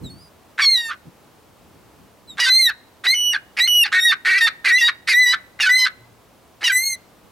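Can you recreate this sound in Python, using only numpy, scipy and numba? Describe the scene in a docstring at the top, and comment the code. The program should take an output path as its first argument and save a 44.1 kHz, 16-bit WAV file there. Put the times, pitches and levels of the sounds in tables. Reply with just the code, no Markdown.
"""Gull on asphalt by the water

Ten loud cries on open asphalt, a metre or two from a stereo microphone pair. Each breaks in as a rasp,
a slow flutter throbbing the fast swing of the syrinx, locks into a clear tone that may jump in pitch or
double its period, and mostly breaks up again. Faint echoes follow. Behind the bird lie a distant outdoor
rush and one soft, low hum; puffs of wind touch the microphones."""
import sys
import numpy as np
from scipy import signal
from scipy.fft import rfft, irfft, next_fast_len
from scipy.io import wavfile
from scipy.ndimage import uniform_filter1d, minimum_filter1d, map_coordinates
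from numba import njit

SR = 44100
rng = np.random.default_rng(int(sys.argv[2]) if len(sys.argv) > 2 else 0)


def wav_out(sig):
    """Save sig, one row per channel (or a flat mono array), as 16-bit PCM at SR to the path in sys.argv[1]."""
    wavfile.write(sys.argv[1], SR, np.round(np.clip(np.atleast_2d(sig).T, -1, 1) * 32767).astype(np.int16))


N = 322371

# colour of the distant rush: frequency_hz, gain_db
RUSH_COLOUR = [(25, -23), (45, -6), (85, 0), (170, -2.5), (330, -2.5), (1000, -6.5), (1700, -14.5),
               (3000, -17.5), (7000, -23.5), (15500, -25.5)]
# puffs of wind on the microphones: peak_s, level_db, half_width_s
WIND_PUFFS = [(0.042, -34, 0.025), (0.1, -44.5, 0.13), (1.074, -43, 0.023), (1.751, -56, .2),
              (2.027, -51.5, 0.045), (2.32, -52.5, 0.1), (2.628, -52.5, .03), (5.999, -55, 0.027),
              (7.25, -54.5, .03)]
# colour of the wind: frequency_hz, gain_db
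WIND_COLOUR = [(25, -21.5), (70, -3), (170, 0), (330, -7), (700, -27.5), (3000, -46)]

# The gull's levels are set before the gain that gull() gives each layer.
# thin squeaks ahead of the first two cries, one list each: time_s, pitch_hz, second_harmonic_db
SQUEAK_CURVES = [
    [(.04, 4120, -54), (.065, 3800, -47), (.1, 3600, -60)],
    [(.1, 4350, -50), (.16, 4450, -66), (.22, 4950, -59), (.29, 4830, -65.5)],
    [(2.275, 4100, -60.5), (2.305, 3830, -44), (2.35, 3560, -62)],
]
# the croak that opens each cry:
# start_s, length_s, first_flutter_hz, last_flutter_hz, disorder (0-1), throat_hz, throat_db, beak_db
OPENING_CROAKS = [ (0.579, .026, 489.3, 600.5, .15, 1800, -15.5, -28.5),
                  (2.373, .021, 458, 540.4, .16, 1750, -22.5, -30),
                  (3.038, .027, 398.8, 425, .15, 1900, -21, -28),
                  (3.568, .034, 406, 452.7, .12, 2320, -17.5, -25.5),
                  (3.918, .073, 356.8, 375, .035, 1720, -12, -22.5),
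                  (4.249, .128, 363.6, 397, .045, 1970, -11.5, -22),
                  (4.645, 0.067, 426, 370.6, .06, 2000, -11.5, -22),
                  (5.073, 0.057, 474.7, 394, .05, 2150, -13.5, -19),
                  (5.591, .014, 412, 427, .2, 2200, -18, -34.5),
                  (6.609, .028, 389.6, 500, .2, 2000, -25.5, -37), ]
# broad colour of the rasp from the throat: frequency_hz, gain_db
THROAT_COLOUR = [(100, -52.5), (350, -17.5), (800, -32.5), (1120, 1.5), (1450, 3), (2800, -0.5), (3300, -6),
                 (5000, -46.5)]
# broad colour of the rasp from the open beak: frequency_hz, gain_db
BEAK_COLOUR = [(300, -64), (2400, -21.5), (3300, -2), (3900, -0.5), (4900, -3), (5900, -4.5), (7200, -10),
               (10500, -10.5), (14000, -18.5), (16000, -25.5)]
# beak resonances, which move with the throat's and rise with gape: throat_multiple, width_hz, gain_db
BEAK_MODES = [(2.2, 744, -1), (4.4, 1600, -7)]
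# colour of the knock of air as the throat opens: frequency_hz, gain_db
KNOCK_COLOUR = [(150, -27.5), (350, -3), (600, -2), (900, 8), (1500, -22.5), (4000, -45)]
# spells of faster flutter within a cry; columns as for the croaks
SQUEAL_SPELLS = [ (.612, .035, 1204, 1115, 0.068, 2000, -22.5, -25),
                 (2.402, .055, 987.5, 915, 0.067, 2364, -19, -21),
                 (2.464, 0.028, 525.3, 522, 0.034, 1782, -16.5, -18),
                 (3.141, 0.0074, 712, 715, 0.082, 2176, -28.5, -40.5),
                 (3.674, .005, 705, 705, 0.078, 2400, -30.5, -37.5),
                 (4.381, .01, 663, 645, .03, 2350, -23, -26.5),
                 (4.411, .003, 631, 627, .08, 2193, -14.5, -23.5),
                 (4.785, 0.034, 684.5, 672, 0.024, 2546, -23, -28.5),
                 (5.607, 0.051, 941.4, 839, 0.06, 2474, -18.5, -21.5),
                 (5.666, .016, 760, 750, 0.023, 1530, -12.5, -25.5),
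                 (5.695, .008, 494, 500, 0.03, 1683, -16, -28.5),
                 (6.643, .043, 1000, 922.6, .045, 2686, -18.5, -20),
                 (6.7, .008, 810, 777, 0.021, 1660, -14.5, -26),
                 (6.718, 0.0052, 496, 508, 0.031, 1672, -23, -43), ]
# clear middle of each cry: shrill_db, then a list of time_s, pitch_hz, fundamental_db, second_harmonic_db
CRY_CURVES = [ (-35, [(0.62, 2266, -24.5, -20.5), (0.672, 2144, -27, -12), (0.734, 2110, -34.5, -13.5),
              (0.768, 1920, -29, -19), (0.88, 1802, -30, -44.5), (0.905, 1793, -29, -37)]),
              (-27.5, [(2.497, 2004, -17, -11), (2.539, 2055, -32, -9.5), (2.601, 2121, -18, -14),
              (2.647, 2007, -38, -14.5), (2.665, 1947, -25, -7.5), (2.702, 1708, -22, -42.5)]),
              (-27, [(3.068, 1913, -16, -11), (3.106, 2060, -24.5, -16.5), (3.142, 2155, -15.5, -28)]),
              (-28.5, [(3.6, 1870, -19, -14), (3.636, 2022, -21, -16.5), (3.673, 2148, -25.5, -22.5)]),
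              (-28, [(3.99, 1842, -18.5, -23.5), (4.02, 1850, -39.5, -22.5), (4.058, 1917, -11.5, -16),
              (4.09, 1848, -22, -15), (4.118, 1772, -17, -19.5)]), (-24.5, [(4.41, 1850, -7.5, -24),
              (4.46, 1828, -12.5, -15.5), (4.474, 1760, -31, -19.5)]), (-32.5, [(4.71, 1846, -9.5, -31),
              (4.772, 2029, -15, -21.5), (4.804, 2065, -30, -49), (4.816, 1875, -16.5, -26),
              (4.862, 1897, -15, -9.5), (4.886, 1898, -34.5, -19)]), (-30.5, [(5.136, 1876, -13, -21.5),
              (5.168, 1967, -14, -34.5), (5.212, 2021, -8.5, -13.5), (5.254, 1970, -14.5, -29.5),
              (5.274, 1942, -12.5, -19), (5.332, 1988, -21.5, -20.5)]), (-29.5, [(5.694, 1952, -7.5, -36),
              (5.776, 2052, -21, -18), (5.844, 2024, -15, -18.5), (5.857, 2007, -26, -21)]),
              (-20.5, [(6.718, 1974, -21.5, -35), (6.764, 2004, -16.5, -37), (6.862, 2169, -34, -25),
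              (6.936, 2079, -28.5, -31), (6.955, 2000, -37.5, -45)]), ]
# weight of harmonics 4 to 8: frequency_hz, gain_db
OVERTONE_COLOUR = [(7000, 3.5), (8200, 1.5), (10000, -2.5), (12000, -0.5), (14500, -12), (16000, -23.5)]
# period doubling, where alternate cycles differ: start_s, end_s, half_pitch_db
DOUBLING_SPELLS = [(.62, 0.659, -29), (0.776, 0.906, -42.5), (2.707, 2.705, -23.5), (3.065, 3.07, -20.5),
                   (3.597, 3.601, -25.5), (4.094, 4.119, -30), (4.422, 4.514, -27.5), (4.829, 4.91, -26.5),
                   (5.277, 5.372, -31.5), (5.69, 5.703, -28.5), (5.792, 5.866, -29)]
# lines that period doubling adds: pitch_multiple, gain_db
DOUBLING_LINES = [(1 / 2, -13), (3 / 2, -3), (5 / 2, 0), (7 / 2, -14), (9 / 2, -21), (11 / 2, -23)]
# the break that ends a cry: start_s, length_s, flutter_hz, throat_hz, throat_db, beak_db
CLOSING_BREAKS = [ (0.884, .066, 400, 1260, -26, -40), (2.685, .042, 394.4, 1700, -22.5, -39),
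                  (3.324, 0.055, 413, 1800, -21, -35.5), (3.83, 0.068, 398, 1806, -22.5, -34),
                  (4.108, .039, 387.5, 1700, -11.5, -23.5), (4.467, 0.027, 412.2, 1610, -11.5, -19.5),
                  (4.873, .035, 399.6, 1610, -13.5, -21), (5.322, 0.0353, 506.6, 1560, -14, -22),
                  (5.849, 0.039, 505, 1640, -15, -22.5), ]
# notes in the high register, one list each: time_s, pitch_hz, level_db
HIGH_NOTE_CURVES = [
    [(3.144, 2990, -21.5), (3.166, 2962, -20.5), (3.302, 2942, -15.5), (3.335, 2795, -23)],
    [(3.676, 2961, -14.5), (3.786, 2909, -11.5), (3.826, 2814, -12), (3.838, 2670, -10.5)],
]

# level across the microphone pair: frequency_hz, left_minus_right_db
MIC_BALANCE = [(500, -4.5), (2000, -0.8), (4500, -1.5), (9000, 0.66)]
# phase across the microphone pair: frequency_hz, left_lead_rad
MIC_PHASE = [(1000, .3), (2000, .17), (4400, .17), (8000, .14), (12000, 0)]

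TOP_HZ, DOUBLING_FLOOR_DB = 15900, -78
TIME = np.arange(N) / SR


def undb(db):
    return 10 ** (np.asarray(db) / 20)


def unit(x):
    """Scale to rms 1."""
    return x / np.sqrt(np.mean(x ** 2))


def lookup(points, hz):
    """Read (Hz, value) points on a log-frequency axis."""
    at, value = np.transpose(points)
    return np.interp(np.log(np.maximum(hz, 1)), np.log(at), value)


def colour(x, points):
    """Causal filter with the given (Hz, dB) response."""
    size = next_fast_len(len(x) + 2048, True)
    cepstrum = irfft(np.log(undb(lookup(points, np.fft.rfftfreq(size, 1 / SR)))), size)
    cepstrum[1:size // 2] *= 2
    cepstrum[size // 2 + 1:] = 0
    return irfft(rfft(x, size) * np.exp(rfft(cepstrum)), size)[:len(x)]


@njit
def resonance(x, hz, width):
    """Band-pass whose centre moves, gain 1 at the centre."""
    y, b, l = np.empty(len(x)), 0., 0.
    for i in range(len(x)):
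        g, k = np.tan(np.pi * hz[i] / SR), width / hz[i]
        v = (b + g * (x[i] - l)) / (1 + g * (g + k))
        b, l, y[i] = 2 * v - b, l + 2 * g * v, k * v
    return y


def wander(size, rate):
    """Smooth chance that changes about rate times a second; spread near 1."""
    steps = np.arange(size) * rate / SR
    return map_coordinates(rng.standard_normal(size // 10 + 2), [steps], order=1, mode="wrap")


def steady(x):
    """Keep the rms at 1 over a few flutter cycles."""
    power = uniform_filter1d(uniform_filter1d(x ** 2, size=400), size=300)
    return x / np.sqrt(np.abs(power) + 1e-12)


def stretch(rows, edge_s):
    """Sample positions, soft on-off gate and control curves of one stretch of voice."""
    s, *columns = np.transpose(rows)
    at = np.flatnonzero((TIME > s[0] - edge_s) & (TIME < s[-1] + edge_s))
    inside = np.minimum(TIME[at] - s[0], s[-1] - TIME[at])
    gate = np.sin(np.pi / 4 * (1 + np.clip(inside / edge_s, -1, 1))) ** 2
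    return at, gate, [np.interp(TIME[at], s, c) for c in columns]


def add(voice, sounds, db):
    """Mix (sample positions, sound) stretches into the voice."""
    for at, sound in sounds:
        voice[at] += undb(db) * sound


def stereo_noise(points, side_db):
    """Coloured noise, wide in the bass and narrow in the treble."""
    mid, side = (unit(colour(rng.standard_normal(N), points)) for _ in range(2))
    side = undb(side_db) * colour(side, [(2000, -0.5), (7000, 0.5), (12000, -17.0)])
    return np.array([mid + side, mid - side])


def distant_rush(level_db=-52.5):
    """The open air far behind the bird, gently swelling."""
    swell_db = .5 * wander(N, 4)
    return stereo_noise(RUSH_COLOUR, side_db=-6) * undb(level_db + swell_db)


def wind_on_microphones():
    """Short, low puffs of wind buffet the pair."""
    gusts = sum(undb(db) * np.exp(-((TIME - s) / width) ** 2) for s, db, width in WIND_PUFFS)
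    return gusts * stereo_noise(WIND_COLOUR, side_db=-4)


def squeak(rows, slope_db=-11, waver=0.0051):
    """A soft, high whistle with two weak overtones."""
    at, gate, (hz, second_db) = stretch(rows, edge_s=.008)
    phase = 2 * np.pi * np.cumsum(hz * (1 + waver * wander(len(at), 200))) / SR
    whistle = sum(undb(second_db + slope_db * (k - 2)) * np.sin(k * phase) for k in range(1, 4))
    return at, np.sqrt(2) * gate * whistle


def rasp(rows, throb, air_db, treble_db, gape):
    """A slow flutter in the syrinx throbs and bends the fast swing, which locks to it and slips."""
    at, gate, (flutter_hz, disorder, throat_hz, throat_db, beak_db) = stretch(rows, edge_s=.003)
    size = len(at)
    drift = .2 * disorder * wander(size, 400) + .017 * wander(size, 90)
    slip = 19 * np.abs(disorder) ** 1.35 * wander(size, 1100)
    shimmer_db = 32 * disorder * wander(size, 900)
    bend = .8 + .55 * wander(size, 90)
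    step = 2 * np.pi * flutter_hz * (1 + drift) / SR
    flutter = np.cumsum(step)
    multiple = np.maximum(1, np.round(throat_hz / flutter_hz))  # the one nearest the throat resonance
    # the bend leads or lags the throb by chance, so side lines come and go
    swing = np.cumsum(multiple * step) + bend * np.sin(flutter + wander(size, 60)) + slip
    wave = sum(undb(-5 * np.log2(k)) * np.cos(k * swing) for k in range(1, 8))
    air = .5 + undb(air_db) * rng.standard_normal(size)  # each throb pumps out a little hissing air
    source = np.exp(throb * np.cos(flutter)) * undb(shimmer_db) * (wave + air)
    throat = colour(resonance(source, throat_hz, width=700.) + undb(-5) * source, THROAT_COLOUR)
    rings = sum(undb(db) * resonance(source, gape * k * throat_hz, float(width))
                for k, width, db in BEAK_MODES)
    beak = colour(rings + undb(-6) * source, BEAK_COLOUR)
    beak = colour(beak, [(5200, 0.011), (7500, treble_db)])  # treble shelf
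    # throat and beak each sputter a little
    throat = undb(throat_db + 2 * wander(size, 112)) * steady(throat)
    beak = undb(beak_db + 2 * wander(size, 112)) * steady(beak)
    return at, gate * (throat + beak)


def croak(start, length, first_hz, last_hz, disorder, throat_hz, throat_db, beak_db):
    """The opening rasp: the flutter starts wild, swells, settles and gives way."""
    attack_s, settle_s, release_s, edge_db = .02, .021, .013, -14
    onset_disorder, beak_fade_db_per_s = .2, 60
    t = np.linspace(0, length + release_s, 60)
    closed = np.clip(1 - t / attack_s, 0, 1)
    release_db = edge_db * np.clip((t - length) / release_s, 0, 1)
    rows = np.column_stack([start + t, np.interp(t, [0, length], [first_hz, last_hz]),
                            disorder + (onset_disorder - disorder) * np.exp(-t / settle_s),
                            throat_hz * .88 ** closed,  # the resonance rises into place
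                            throat_db + edge_db * closed + release_db,
                            beak_db - 12.5 * closed + release_db - beak_fade_db_per_s * t])
    return rasp(rows, throb=0.99, air_db=-28, treble_db=1, gape=1.02)


def knocks(level_db=-40, delay_s=.021, half_width_s=.014):
    """A low knock of air as the throat opens for each cry."""
    puffs = sum(np.exp(-((TIME - start - delay_s) / half_width_s) ** 2) for start, *_ in OPENING_CROAKS)
    return undb(level_db) * puffs * unit(colour(rng.standard_normal(N), KNOCK_COLOUR))


def squeal(start, length, first_hz, last_hz, disorder, throat_hz, throat_db, beak_db):
    """The voice slips into a faster, gliding flutter; the throat resonance follows the glide."""
    attack_s, release_s, edge_db, throat_follow = .008, .016, -18.5, 2.1
    corners = [(start - attack_s, first_hz, edge_db), (start, first_hz, 0),
               (start + length, last_hz, 0), (start + length + release_s, last_hz, edge_db)]
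    rows = [(s, hz, disorder, throat_hz * (hz / first_hz) ** throat_follow, throat_db + db, beak_db + db)
            for s, hz, db in corners]
    return rasp(rows, throb=0.62, air_db=-30, treble_db=-1, gape=1.01)


def clear_tone(rows, waver, shimmer_db, fade_db):
    """The syrinx swings regularly; when alternate cycles differ, lines appear between the harmonics."""
    at, gate, (hz, first_db, second_db, third_db, upper_db, half_db) = stretch(rows, edge_s=0.0024)
    size = len(at)
    hz = uniform_filter1d(hz, size=900, mode="nearest")  # muscles bend the pitch without corners
    # the swing is least steady just after it locks and just before it breaks
    from_edge_s = np.minimum(at - at[0], at[-1] - at) / SR
    unrest = waver + .0083 * np.exp(-from_edge_s / .015)
    jitter = undb(half_db + 2) * wander(size, 1400)  # doubled cycles are also uneven
    phase = 2 * np.pi * np.cumsum(hz * (1 + unrest * wander(size, 410))) / SR + jitter
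    fading = lambda: fade_db * wander(size, 28)  # each overtone swells and fades on its own
    lines = [(1, first_db), (2, second_db), (3, third_db + fading())]
    lines += [(k, upper_db + lookup(OVERTONE_COLOUR, k * hz) - 9 + fading()) for k in range(4, 9)]
    lines += [(k, half_db + db) for k, db in DOUBLING_LINES]
    tone = sum(undb(db + shimmer_db * wander(size, 120)) * np.sin(k * phase) * (k * hz < TOP_HZ)
               for k, db in lines)
    return at, np.sqrt(2) * gate * tone


def doubling_db(s, fade_db_per_s=1100.5):
    """Level of the half-pitch lines, which fade in and out around each period doubling."""
    levels = [db - fade_db_per_s * np.abs(s - np.clip(s, start, end))
              for start, end, db in DOUBLING_SPELLS]
    return np.maximum(np.max(levels, axis=0), DOUBLING_FLOOR_DB)


def cry(shrill_db, curve, full_db=-12.5, overtone_follow=.4):
    """The clear middle of a cry: overtones grow with its level and are dull near either end."""
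    corners_s, *columns = np.transpose(curve)
    s = np.linspace(corners_s[0], corners_s[-1], 100)
    hz, first_db, second_db = (np.interp(s, corners_s, c) for c in columns)
    level_db = 20 * np.log10(np.hypot(undb(first_db), undb(second_db)))
    from_edge_s = np.minimum(s - s[0], s[-1] - s)
    dull_db = -12 * np.exp(-from_edge_s / .016)
    upper_db = shrill_db + overtone_follow * (level_db - full_db) + dull_db
    rows = np.column_stack([s, hz, first_db, second_db, upper_db - 3.5, upper_db, doubling_db(s)])
    return clear_tone(rows, waver=0.0012, shimmer_db=3.1, fade_db=3.5)


def voice_break(start, length, flutter_hz, throat_hz, throat_db, beak_db):
    """The closing rasp: a short burst that sags and grows wilder as the pressure goes."""
    peak_share, edge_db, sag_octaves = .45, -19.5, .22
    share = np.array([0, peak_share, 1])
    swell_db = edge_db * np.array([1, 0, 1])
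    sag = 2 ** (sag_octaves * (peak_share - share))
    disorder = np.interp(share, [0, 1], [.11, .16])
    rows = np.column_stack([start + length * share, flutter_hz * sag, disorder,
                            throat_hz * sag, throat_db + swell_db, beak_db + swell_db])
    return rasp(rows, throb=0.4, air_db=-31, treble_db=-6, gape=1.2)


def high_note(curve, second_db=-26, third_db=-37, upper_db=-26, full_db=-16):
    """Head down, the gull flips into a high register: a whistle that turns shrill as it gets louder."""
    rows = [(s, hz, db, second_db, third_db, upper_db + 2 * (db - full_db), DOUBLING_FLOOR_DB)
            for s, hz, db in curve]
    return clear_tone(rows, waver=.0005, shimmer_db=1.04, fade_db=2.0)


def drop(start, length_s=.031, from_hz=1915, to_hz=1570, first_db=-19.5, dull_db=-24.5):
    """A high note ends in a short slide in the low register: the pitch falls and the overtones die."""
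    overtones_db = first_db + np.array([2, -26.5, -23.5])  # second, third, higher
    half_db = first_db - 14
    rows = [(start, from_hz, first_db, *overtones_db, half_db),
            (start + length_s, to_hz, first_db, *(overtones_db + dull_db), half_db)]
    return clear_tone(rows, waver=.004, shimmer_db=6.0, fade_db=11.5)


def gull():
    """The one bird, close up: all its calls mixed into a single voice."""
    voice = knocks()
    add(voice, [croak(*row) for row in OPENING_CROAKS], db=1.5)
    add(voice, [squeal(*row) for row in SQUEAL_SPELLS], db=0.4)
    add(voice, [cry(*row) for row in CRY_CURVES], db=1.5)
    add(voice, [high_note(curve) for curve in HIGH_NOTE_CURVES], db=-1)
    add(voice, [drop(start=curve[-1][0]) for curve in HIGH_NOTE_CURVES], db=-1.5)
    add(voice, [voice_break(*row) for row in CLOSING_BREAKS], db=1.5)
    add(voice, [squeak(curve) for curve in SQUEAK_CURVES], db=-3)
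    return voice


def microphone_pair(voice):
    """The two microphones hear the bird with slightly different level and phase."""
    hz = np.fft.rfftfreq(N, 1 / SR)
    left = undb(lookup(MIC_BALANCE, hz) / 2) * np.exp(.5j * lookup(MIC_PHASE, hz))
    return irfft(rfft(voice) * np.array([left, 1 / left]), N)


def echoes(voice):
    """Quick scatter from the ground and things nearby, and a fainter, longer return from further off."""
    t = TIME[:SR]
    tail = lambda t60_s: unit(rng.standard_normal(SR) * undb(-60 * t / t60_s) * (t > .004))
    response = undb(-17) * tail(t60_s=.15) + undb(-32) * tail(t60_s=.65)
    wet = signal.fftconvolve(voice, response / np.sqrt(SR))[:N]
    return colour(wet, [(2000, 4.5), (4200, -1.5), (8000, -11)])  # duller than the direct sound


def hum(start_s=5.99, pitch_hz=116.8, level_db=-49.5, t60_s=.82):
    """A soft, low ring far in the background that starts with a bump and dies away."""
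    t = np.maximum(TIME - start_s, 0)
    return np.sqrt(2) * undb(level_db - 60 * t / t60_s) * np.sin(2 * np.pi * pitch_hz * t)


def scene():
    """The gull close to the pair, with its echoes and the open air around it."""
    voice = gull()
    scatter = np.array([echoes(voice) for _ in range(2)])
    return microphone_pair(voice) + scatter + distant_rush() + wind_on_microphones() + hum()


def record(dry, ceiling=0.45):
    """A fast limiter holds down the sharpest peaks; the top is cut."""
    gain = np.minimum(1, ceiling / (np.abs(dry).max(axis=0) + 1e-9))
    gain = uniform_filter1d(minimum_filter1d(gain, size=45), size=45)
    return signal.sosfilt(signal.ellip(10, .2, 80, TOP_HZ, fs=SR, output="sos"), dry * gain)


dry = scene()
out = record(dry)
wav_out(out)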